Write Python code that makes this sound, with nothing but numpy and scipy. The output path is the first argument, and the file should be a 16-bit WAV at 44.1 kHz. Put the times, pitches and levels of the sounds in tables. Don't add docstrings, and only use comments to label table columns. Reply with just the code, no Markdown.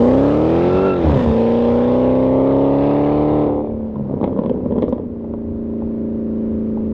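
import sys
import numpy as np
from scipy import signal
from scipy.fft import rfft, irfft, next_fast_len
from scipy.io import wavfile
from scipy.ndimage import uniform_filter1d, minimum_filter1d, map_coordinates

SR = 44100
rng = np.random.default_rng(int(sys.argv[2]) if len(sys.argv) > 2 else 0)


def persist_wave(psi):
    counts = np.round(np.clip(psi, -1, 1) * 32767).astype(np.int16)
    wavfile.write(sys.argv[1], SR, np.atleast_2d(counts).T)


N = 305613
TIME = np.arange(N) / SR
FIRINGS, MID_SPEED = 8, 260

# time in seconds, engine speed in firings per second.
SPEED = [(0, 231), (.17, 268), (.75, 369.2), (.86, 387), (.92, 374), (1.05, 321), (1.2, 246), (1.3, 224.5),
         (1.6, 236.2), (1.72, 238), (2.02, 253.4), (2.4, 264.6), (2.5, 271), (2.72, 276.8), (2.85, 284.3),
         (3.34, 301.6), (3.52, 291.7), (3.72, 299), (3.88, 294.5), (4.1, 268), (5, 238), (5.16, 229.8),
         (6, 225.6), (6.92, 219.6)]
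def crank(flutter=0.0016):
    return np.cumsum(curves(SPEED)[0] * (1 + flutter * wobble(30))) / SR / FIRINGS

BLOW_STRENGTH = [0.76, 0.95, 0.5, .78, 0.6, 0.98, 0.48, 0.31]
BLOW_DELAY = [0, .17, -.02, .06, -.06, .19, .11, 0]
def order_wave(order, cycles, spread=.2, skew=0.4):
    arrival = (np.arange(FIRINGS) + BLOW_DELAY) / FIRINGS
    phase = np.angle(np.dot(BLOW_STRENGTH, np.exp(-2j * np.pi * order * arrival)))
    lag = skew + spread * np.pi * (order / FIRINGS) ** 2
    return np.sqrt(2) * np.cos(2 * np.pi * order * cycles + phase - lag)

STRONG_ORDERS = (4, 6, 8, 16)
# multiple of the cycle rate, then relative dB when revving, lugging, pulling and coasting.
WEAK_ORDERS = [(2, 7, 3.5, 1.5, 4), (3, 2.5, 1, -2.5, 11.5), (5, -2.5, -12.5, -19, 2.5),
               (7, -14, -18, -19.5, 8), (9, -4.5, -6.5, -0.5, 6), (10, 2.5, -1.0, 1.5, 11.5),
               (11, -2.0, -1, -3, 10), (12, 3.5, 3, 4, 10), (13, -1.5, -4, -4, -1.5), (14, 3, 3, 1.5, 11),
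               (15, -1.5, -9, -24.5, 1), (17, 6, 2, -4.0, -10.5), (18, 2, 7, 7, 2), (19, 4, 3.5, 2, 0.5),
               (20, 5.5, 7, 6, 2.5), (21, -5.5, 3, 5.5, -7.5), (22, 1.5, -4.5, -4, -3),
               (23, -0.5, 1, 0, -6), (24, 5.5, -2, 5, -3), (25, -3, 0, 0, -5.5), (26, 0.5, 7.5, 5, -11),
               (27, 8.5, 4.0, 8.5, -11), (28, 4, 5, 9.5, -11), (29, 2.5, 2.5, 1, -17.5),
               (30, -6, -0.5, -1, -18), (31, 2, 9, 5.5, -13.5), (32, 7, 6, 7.5, -12),
               (33, 0.5, 6, 2, -11.5), (34, 5.5, 3, 2, -7.5), (35, 12.5, 11.5, 16.5, -8.5),
               (36, 10.5, -9.5, 4.5, -12)]
SCATTER = (.003, .0035, .0017, .004, .025, .015, .0015, .0015)
# frequency in Hz, relative level in dB.
PIPE_TONE = [(20, -14), (75, -8.5), (140, -2.5), (230, -1), (330, -2), (450, 2), (570, -0.9), (690, -13.5),
             (800, -9.5), (910, -14), (1100, -24), (1260, -36.5), (1450, -42.5), (2000, -41.5),
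             (4000, -63.5)]
def exhaust_note(cycles, waver_db=0.6, lug_fade_s=(2.3, 3.0), size=2048):
    orders, *load_db = np.transpose(WEAK_ORDERS)
    waves = np.array([order_wave(round(k), np.arange(size) / size) for k in orders])
    revving = by_stage(np.isin(STAGES, "revving"))
    loaded = by_stage(np.isin(STAGES, ("stumbling", "pulling")))
    climbed = np.interp(TIME, lug_fade_s, (0, 1))
    shares = revving, loaded * (1 - climbed), loaded * climbed, 1 - revving - loaded
    scatter = by_stage(SCATTER) * (curves(SPEED)[0] / MID_SPEED) ** 2 * wobble(130)
    place = ((cycles + scatter) * size).astype(int) % size
    weak = sum(share * (amp(db) @ waves)[place] for share, db in zip(shares, load_db))
    weak = patchy(weak, depth_db=0.8, size=2048, band_count=5, frame_count=12)
    weak *= amp(level("weak orders") + waver_db * wobble(25))
    strong = sum(amp(level("order " + str(k))) * order_wave(k, cycles + scatter / 2)
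                 for k in STRONG_ORDERS)
    return shaped(weak + strong, PIPE_TONE)

STAGES = ("revving", "stumbling", "pulling", "coasting", "burbling", "crackling", "settling", "cruising")
GLIDES = [(.98, 1.15), (1.27, 1.41), (3.42, 3.825), (3.93, 3.97), (4.16, 4.3), (4.88, 5.43), (5.4, 7.4)]
def by_stage(values):
    return np.interp(TIME, np.ravel(GLIDES), np.repeat(np.asarray(values, float), 2)[1:-1])

PART_LEVELS = {"weak orders": (-29.5, -34, -30.5, -49, -50, -45, -44.5, -41, 4),
               "order 4": (-23.5, -27, -25, -66, -24.5, -36.5, -45, -33, 1),
               "order 6": (-28.5, -27, -30.5, -25, -24.5, -29, -41, -31, 12.5),
               "order 8": (-13, -16, -16, -36.5, -43, -25.5, -27.5, -19, -7),
               "order 16": (-20, -26.5, -21.5, -34, -48.5, -32, -53.5, -34, -12.5),
               "rough edge": (-32.5, -27.5, -40, -36, -32.5, -31.5, -42, -51.5, 8.5),
               "thumps": (-38, -26.5, -41.5, -50.5, -37, -34.5, -60, -55.5, -22),
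               "gas rasp": (-37.5, -32, -33.5, -54.5, -75.5, -86.5, -100, -100, 6),
               "tyre hiss": (-55, -43, -47.5, -77.5, -74, -83, -100, -100, 0),
               "road noise": (-50.5, -71, -64, -50.5, -50, -49, -53, -45.5, 1.5),
               "chuff": (-68.5, -64, -71, -40, -40, -38.5, -45.5, -50.5, 4)}
# time in seconds, engine effort in dB.
EFFORT = [(0, 7.5), (.14, 3.5), (.32, -1), (.58, 0), (.87, -0.5), (.95, -4), (1.06, -1), (1.5, -1.5),
          (2.45, 1), (3.38, 1.5), (3.6, 0), (3.95, -2), (4.15, 0.5), (4.9, -1.5), (5.08, -4), (5.3, -0.5),
          (5.85, 1.5), (6.22, 0.5), (6.45, 1.5), (6.92, -1)]
def level(part):
    *stage_db, db_per_octave = PART_LEVELS[part]
    octaves = np.log2(curves(SPEED)[0] / MID_SPEED)
    return by_stage(stage_db) + curves(EFFORT)[0] + db_per_octave * octaves

ROUGH_TONE = [(30, -50.5), (90, -32), (170, -4), (225, 4.5), (320, -5), (450, -8.5), (560, -4),
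              (700, -13.5), (950, -15), (1300, -37.5), (2000, -51), (6000, -120)]
THUMP_TONE = [(25, -18.5), (55, 8.5), (78, 17), (110, 11.5), (150, 19.5), (220, 2.5), (500, -64.5),
              (3000, -120)]
def uneven_firing(cycles):
    number = (cycles * FIRINGS).astype(int)
    at = np.flatnonzero(np.diff(number)) + 1
    strength = np.take(BLOW_STRENGTH, number[at] % FIRINGS)
    out = np.zeros(N)
    for part, tone in ("rough edge", ROUGH_TONE), ("thumps", THUMP_TONE):
        blows = np.zeros(N)
        blows[at] = strength * rng.standard_normal(len(at))
        out += amp(level(part)) * unit(coloured(blows, tone))
    return out

# start and end in seconds, firings from blow to blow, thump and bark in dB, drift in dB.
STUMBLES = [(.76, .92, 8, -13.5, -19, 0), (1.044, 1.118, 4, -10.5, -12, 0), (1.122, 1.174, 2, -11, -15, 0),
            (1.188, 1.236, 2, -18, -17, -2), (1.249, 1.302, 3, -15, -16, 3), (3.441, 3.48, 8, -40, -13, 0),
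            (3.497, 3.625, 4, -40, -12, -1), (3.646, 3.71, 8, -40, -14, -7)]
STUMBLE_TONE = [(25, -19.5), (55, -10.5), (80, 3.5), (140, -4), (220, -14), (520, -28), (1000, -28.5),
                (1600, -53.5), (6000, -110)]
BARK_TONE = [(60, -29), (160, -8), (300, 1.5), (560, -4), (720, -9), (1000, -14.5), (1300, -35.5),
             (2500, -53.5), (6000, -100)]
def stumble(cycles, scatter_db=2.0):
    thumps, barks = np.zeros((2, N))
    for start, end, every, thump_db, bark_db, drift_db in STUMBLES:
        lit = np.arange(cycles[round(start * SR)], cycles[round(end * SR)], round(every) / FIRINGS)
        at = np.searchsorted(cycles, lit)
        db = drift_db * np.linspace(0, 1, len(at)) + scatter_db * rng.standard_normal(len(at))
        thumps[at], barks[at] = amp(thump_db + db), amp(bark_db + db)
    return struck(thumps, STUMBLE_TONE) + struck(barks, BARK_TONE)

# start in seconds, then bang, boom and crack in dB before their trims.
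POPS = [(1.045, -20, -10, -44), (1.070, -20, -19, -47), (1.095, -11.5, -15, -47), (1.128, -16, -10.5, -44),
        (1.158, -17, -13.5, -41), (1.189, -19, -21, -52), (1.210, -18, -14.5, -49), (1.261, -15, -10, -42),
        (1.297, -20.5, -15, -49), (1.314, -16, -20.5, -48), (3.958, -24, -34, -59),
        (4.007, -38, -22.5, -66.5), (4.094, -31, -25.5, -63.5), (4.11, -38, -19.5, -64.5),
        (4.139, -28, -14.5, -61), (4.212, -19, -14, -50), (4.229, -18, -12.5, -52),
        (4.2407, -11.5, -13.5, -35.5), (4.246, -23, -18, -45.5), (4.276, -24, -15.5, -51),
        (4.328, -29, -20, -55.5), (4.363, -26, -18.5, -61), (4.374, -26.5, -15, -58),
        (4.389, -17.5, -10.5, -42.5), (4.393, -33, -14.5, -54), (4.417, -26, -13, -56),
        (4.436, -22, -21, -48), (4.447, -24, -19.5, -57), (4.460, -23, -11, -42.5),
        (4.4957, -18.5, -16.5, -41.5), (4.503, -30.5, -12, -57), (4.511, -35.5, -10.5, -61.5),
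        (4.561, -28, -22.5, -69), (4.659, -24, -13, -58), (4.708, -28, -14, -56),
        (4.722, -21, -12.5, -45.5), (4.756, -29, -14, -60), (4.763, -25, -20, -55),
        (4.779, -25, -10.5, -52), (4.784, -19.5, -17, -45.5), (4.822, -23, -13, -38),
        (4.828, -22, -11.5, -38.5), (4.838, -31, -11.5, -51), (4.881, -25.5, -14, -49),
        (4.925, -19.5, -11, -46.5), (4.929, -27.5, -18.5, -49.5), (4.981, -30, -19.5, -54),
        (4.997, -31, -20.5, -60), (5.244, -28, -26, -67), (5.337, -25, -23.5, -63),
        (5.821, -24.5, -23.5, -64), (6.773, -23, -31, -62)]
BOOM_TONE = [(40, -40.5), (90, -3.5), (160, 4), (235, 18), (320, 7), (430, 11), (560, 10), (700, -11),
             (1200, -50), (5000, -120)]
BANG_TONE = [(100, -43.5), (400, -16), (700, 4.5), (1000, 12.5), (1250, -5.5), (1550, -19.5), (2200, -25.5),
             (4000, -62.5), (9000, -120)]
CRACK_TONE = [(200, -40.5), (900, -17), (1600, 8), (2100, 7), (2500, 0.5), (3300, 7.5), (4200, -9),
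              (6000, -24), (9000, -44), (14000, -65)]
def afterfire(rise_s=0.0006, blow_s=0.012, heat_shift=0.046):
    t = np.arange(SR // 5) / SR
    out = np.zeros(N + SR)
    for start, bang_db, boom_db, crack_db in POPS:
        shift = np.exp(heat_shift * rng.standard_normal())
        for tone, db, turbulence, t60_s in ((BOOM_TONE, boom_db - 4, 0.062, .026),
                                            (BANG_TONE, bang_db - 12.5, 0.14, .026),
                                            (CRACK_TONE, crack_db - 7, 0.6, .013)):
            envelope = (1 - np.exp(-t / rise_s)) * amp(-60 * t / t60_s)
            burst = turbulence * envelope * rng.standard_normal(len(t))
            burst[0] += 1
            pop = coloured(burst, np.multiply(tone, (shift, 1)))
            blow_rms = np.sqrt(np.sum(pop ** 2) / (blow_s * SR))
            out[round(start * SR):][:len(t)] += amp(db) * pop / blow_rms
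    return out[:N]

# start in seconds, peak level in dB. Their thin tone follows.
TICKS = [(4.817, -51), (4.881, -58), (4.893, -45)]
TICK_TONE = [(1500, -36.5), (4000, -2), (5800, 3.5), (8000, -10), (12500, -13), (14000, -32)]
def ticks():
    snaps = np.zeros(N)
    for start, db in TICKS:
        snaps[round(start * SR)] = amp(db)
    return struck(snaps, TICK_TONE)

def gas_puffs(cycles, puff_db=-3, unevenness=0.31, grit_db=1.0):
    firing = cycles * FIRINGS
    strength = np.take(BLOW_STRENGTH, firing.astype(int) % FIRINGS) ** unevenness
    return strength * amp(puff_db * np.sin(2 * np.pi * firing) + grit_db * wobble(200))

# time in seconds, trim in dB.
RASP_TRIM = [(0, 0.5), (.6, 2), (1.75, -0.5), (2.4, -7), (2.9, -3), (3.4, -8)]
RASP_TONE = [(400, -23.5), (800, 5), (1200, 6), (1650, 1), (2200, -4), (2700, -5.5), (3600, -7),
             (4500, -17.5), (6000, -26.5), (9000, -47.5), (14000, -100)]
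PULL_TONE = [(200, -50.5), (500, -23), (800, 15), (1150, 10.5), (1500, 1.5), (1800, 0), (2150, 3.5),
             (2650, -2.5), (3100, -5), (3650, -5.5), (4500, -16), (6000, -28), (9000, -53), (14000, -100)]
def gas_rasp(cycles, puffs, buzz_db=-4, pull_fade_s=(1.3, 2.7), size=1024):
    buzz = np.interp(cycles % 1 * size, np.arange(size), rng.standard_normal(size))
    flow = puffs * (rng.standard_normal(N) + amp(buzz_db) * buzz)
    pull = np.interp(TIME, pull_fade_s, (0, 1))
    gas = (1 - pull) * unit(coloured(flow, RASP_TONE)) + pull * unit(coloured(flow, PULL_TONE))
    gas = patchy(gas, depth_db=1.93, size=512, band_count=4, frame_count=24)
    return amp(level("gas rasp") + curves(RASP_TRIM)[0]) * gas

def chuff(cycles, cycle_phase=.8, uneven_db=3.5):
    at = np.flatnonzero(np.diff(np.floor(cycles - cycle_phase)))
    blows = np.zeros(N)
    blows[at] = amp(uneven_db * rng.standard_normal(len(at)))
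    return amp(level("chuff")) * unit(coloured(blows, BARK_TONE))

# time in seconds, pitch in Hz, level in dB, octave in dB relative to the fundamental.
SQUEAL = [(.45, 1295, -43, -20.5), (.6, 1304, -40, -16.5), (.7, 1337, -36, -11.5),
          (.81, 1340, -29.5, -12.5), (.87, 1356, -30.5, -15), (.905, 1340, -26, -9),
          (.98, 1354, -35.5, -23), (1.06, 1347, -75, -24.5)]
def tyre_squeal(jitter=.011, flutter_db=3):
    hz, db, octave_db = curves(SQUEAL)
    phase = 2 * np.pi * np.cumsum(hz * (1 + jitter * wobble(220))) / SR
    fundamental = amp(flutter_db * wobble(160)) * np.sin(phase)
    octave = amp(flutter_db * wobble(160) + octave_db) * np.sin(2 * phase)
    return amp(db) * unit(fundamental + octave)

HISS_TONE = [(2500, -24), (4500, 3), (5500, -3), (7000, -5.5), (8300, -10.5), (10000, -26.5), (13000, -60)]
def tyre_hiss(puffs, fade_db_per_s=10):
    hiss = unit(coloured(np.sqrt(puffs) * rng.standard_normal(N), HISS_TONE))
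    return amp(level("tyre hiss") - fade_db_per_s * TIME) * hiss

ROAD_TONE = [(300, -18), (600, 8), (800, -3), (1050, 1), (1400, -7.5), (2000, -13), (3500, -23),
             (5500, -32.5), (8000, -44), (12000, -65), (16000, -110)]
def road_noise():
    return amp(level("road noise")) * unit(coloured(rng.standard_normal(N), ROAD_TONE))

# frequency in Hz, seconds for the echo to fall 60 dB.
ECHO_DECAY = [(100, 1), (600, 0.23), (3000, 0.23), (9000, 0.058)]
def roadside_echo(x, delay_s=.008):
    hz, t, noise = signal.stft(rng.standard_normal(SR // 2), SR, nperseg=256)
    decay = amp(-60 * t / along(ECHO_DECAY, hz)[:, None])
    tail = signal.istft(noise * decay, SR, nperseg=256)[1]
    delayed = np.pad(x, (round(delay_s * SR), 0))
    return signal.fftconvolve(delayed, tail / np.linalg.norm(tail))[:N]

RUMBLE_TONE = [(15, -9), (30, -6), (45, -7.5), (60, -4), (78, 5), (100, -5), (160, -12), (400, -30),
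               (4000, -120)]
def rumble(level_db=-36, swell_db=2.0):
    return amp(level_db + swell_db * wobble(9.6)) * unit(coloured(rng.standard_normal(N), RUMBLE_TONE))

def amp(db):
    return 10 ** (np.asarray(db) / 20)

def unit(x):
    return x / np.sqrt(np.mean(x ** 2) + 1e-20)

def along(points, hz):
    f, v = np.transpose(points)
    return np.interp(np.log(hz + 1), np.log(f + 1), v)

def curves(rows):
    seconds, *columns = np.transpose(rows)
    return [np.interp(TIME, seconds, column) for column in columns]

def wobble(rate):
    knots = rng.standard_normal(int(N * rate / SR) + 4)
    return map_coordinates(knots, [TIME * rate])

def ring(tone, size=8192):
    cepstrum = irfft(np.log(amp(along(tone, np.fft.rfftfreq(size, 1 / SR)))))
    cepstrum[1:size // 2] *= 2
    cepstrum[size // 2 + 1:] = 0
    return irfft(np.exp(rfft(cepstrum)))

def coloured(x, tone):
    return signal.fftconvolve(x, ring(tone))[:len(x)]

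def struck(blows, tone):
    return coloured(blows, tone) / np.abs(ring(tone)).max()

def shaped(x, tone):
    size = next_fast_len(N + SR // 2)
    return irfft(rfft(x, size) * amp(along(tone, np.fft.rfftfreq(size, 1 / SR))), size)[:N]

def patchy(x, depth_db, size, band_count, frame_count):
    bands = signal.stft(x, nperseg=size)[2]
    swell = uniform_filter1d(rng.standard_normal(bands.shape), band_count, 0)
    swell = uniform_filter1d(swell, frame_count, 1)
    return signal.istft(bands * amp(depth_db * unit(swell)), nperseg=size)[1][:N]

def scene(echo_db=-13):
    cycles = crank()
    pops = afterfire() + ticks()
    engine = exhaust_note(cycles) + uneven_firing(cycles) + stumble(cycles)
    puffs = gas_puffs(cycles)
    noise = gas_rasp(cycles, puffs) + tyre_hiss(puffs) + chuff(cycles) + road_noise() + rumble()
    return (engine + pops + noise + tyre_squeal() + amp(echo_db) * roadside_echo(pops))[None]

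def record(dry, ceiling=0.67, top_hz=13800):
    hold = SR // 100
    needed = np.minimum(1, ceiling / (np.abs(dry) + 1e-9))
    gain = uniform_filter1d(minimum_filter1d(needed, 2 * hold), hold)
    fade = np.minimum(1, np.arange(N) / (SR // 250))
    limited = dry * gain * fade * fade[::-1]
    size = next_fast_len(N + SR // 2)
    passband = np.fft.rfftfreq(size, 1 / SR) < top_hz
    return irfft(rfft(limited, size) * passband, size)[..., :N]

dry = scene()
out = record(dry)
persist_wave(out)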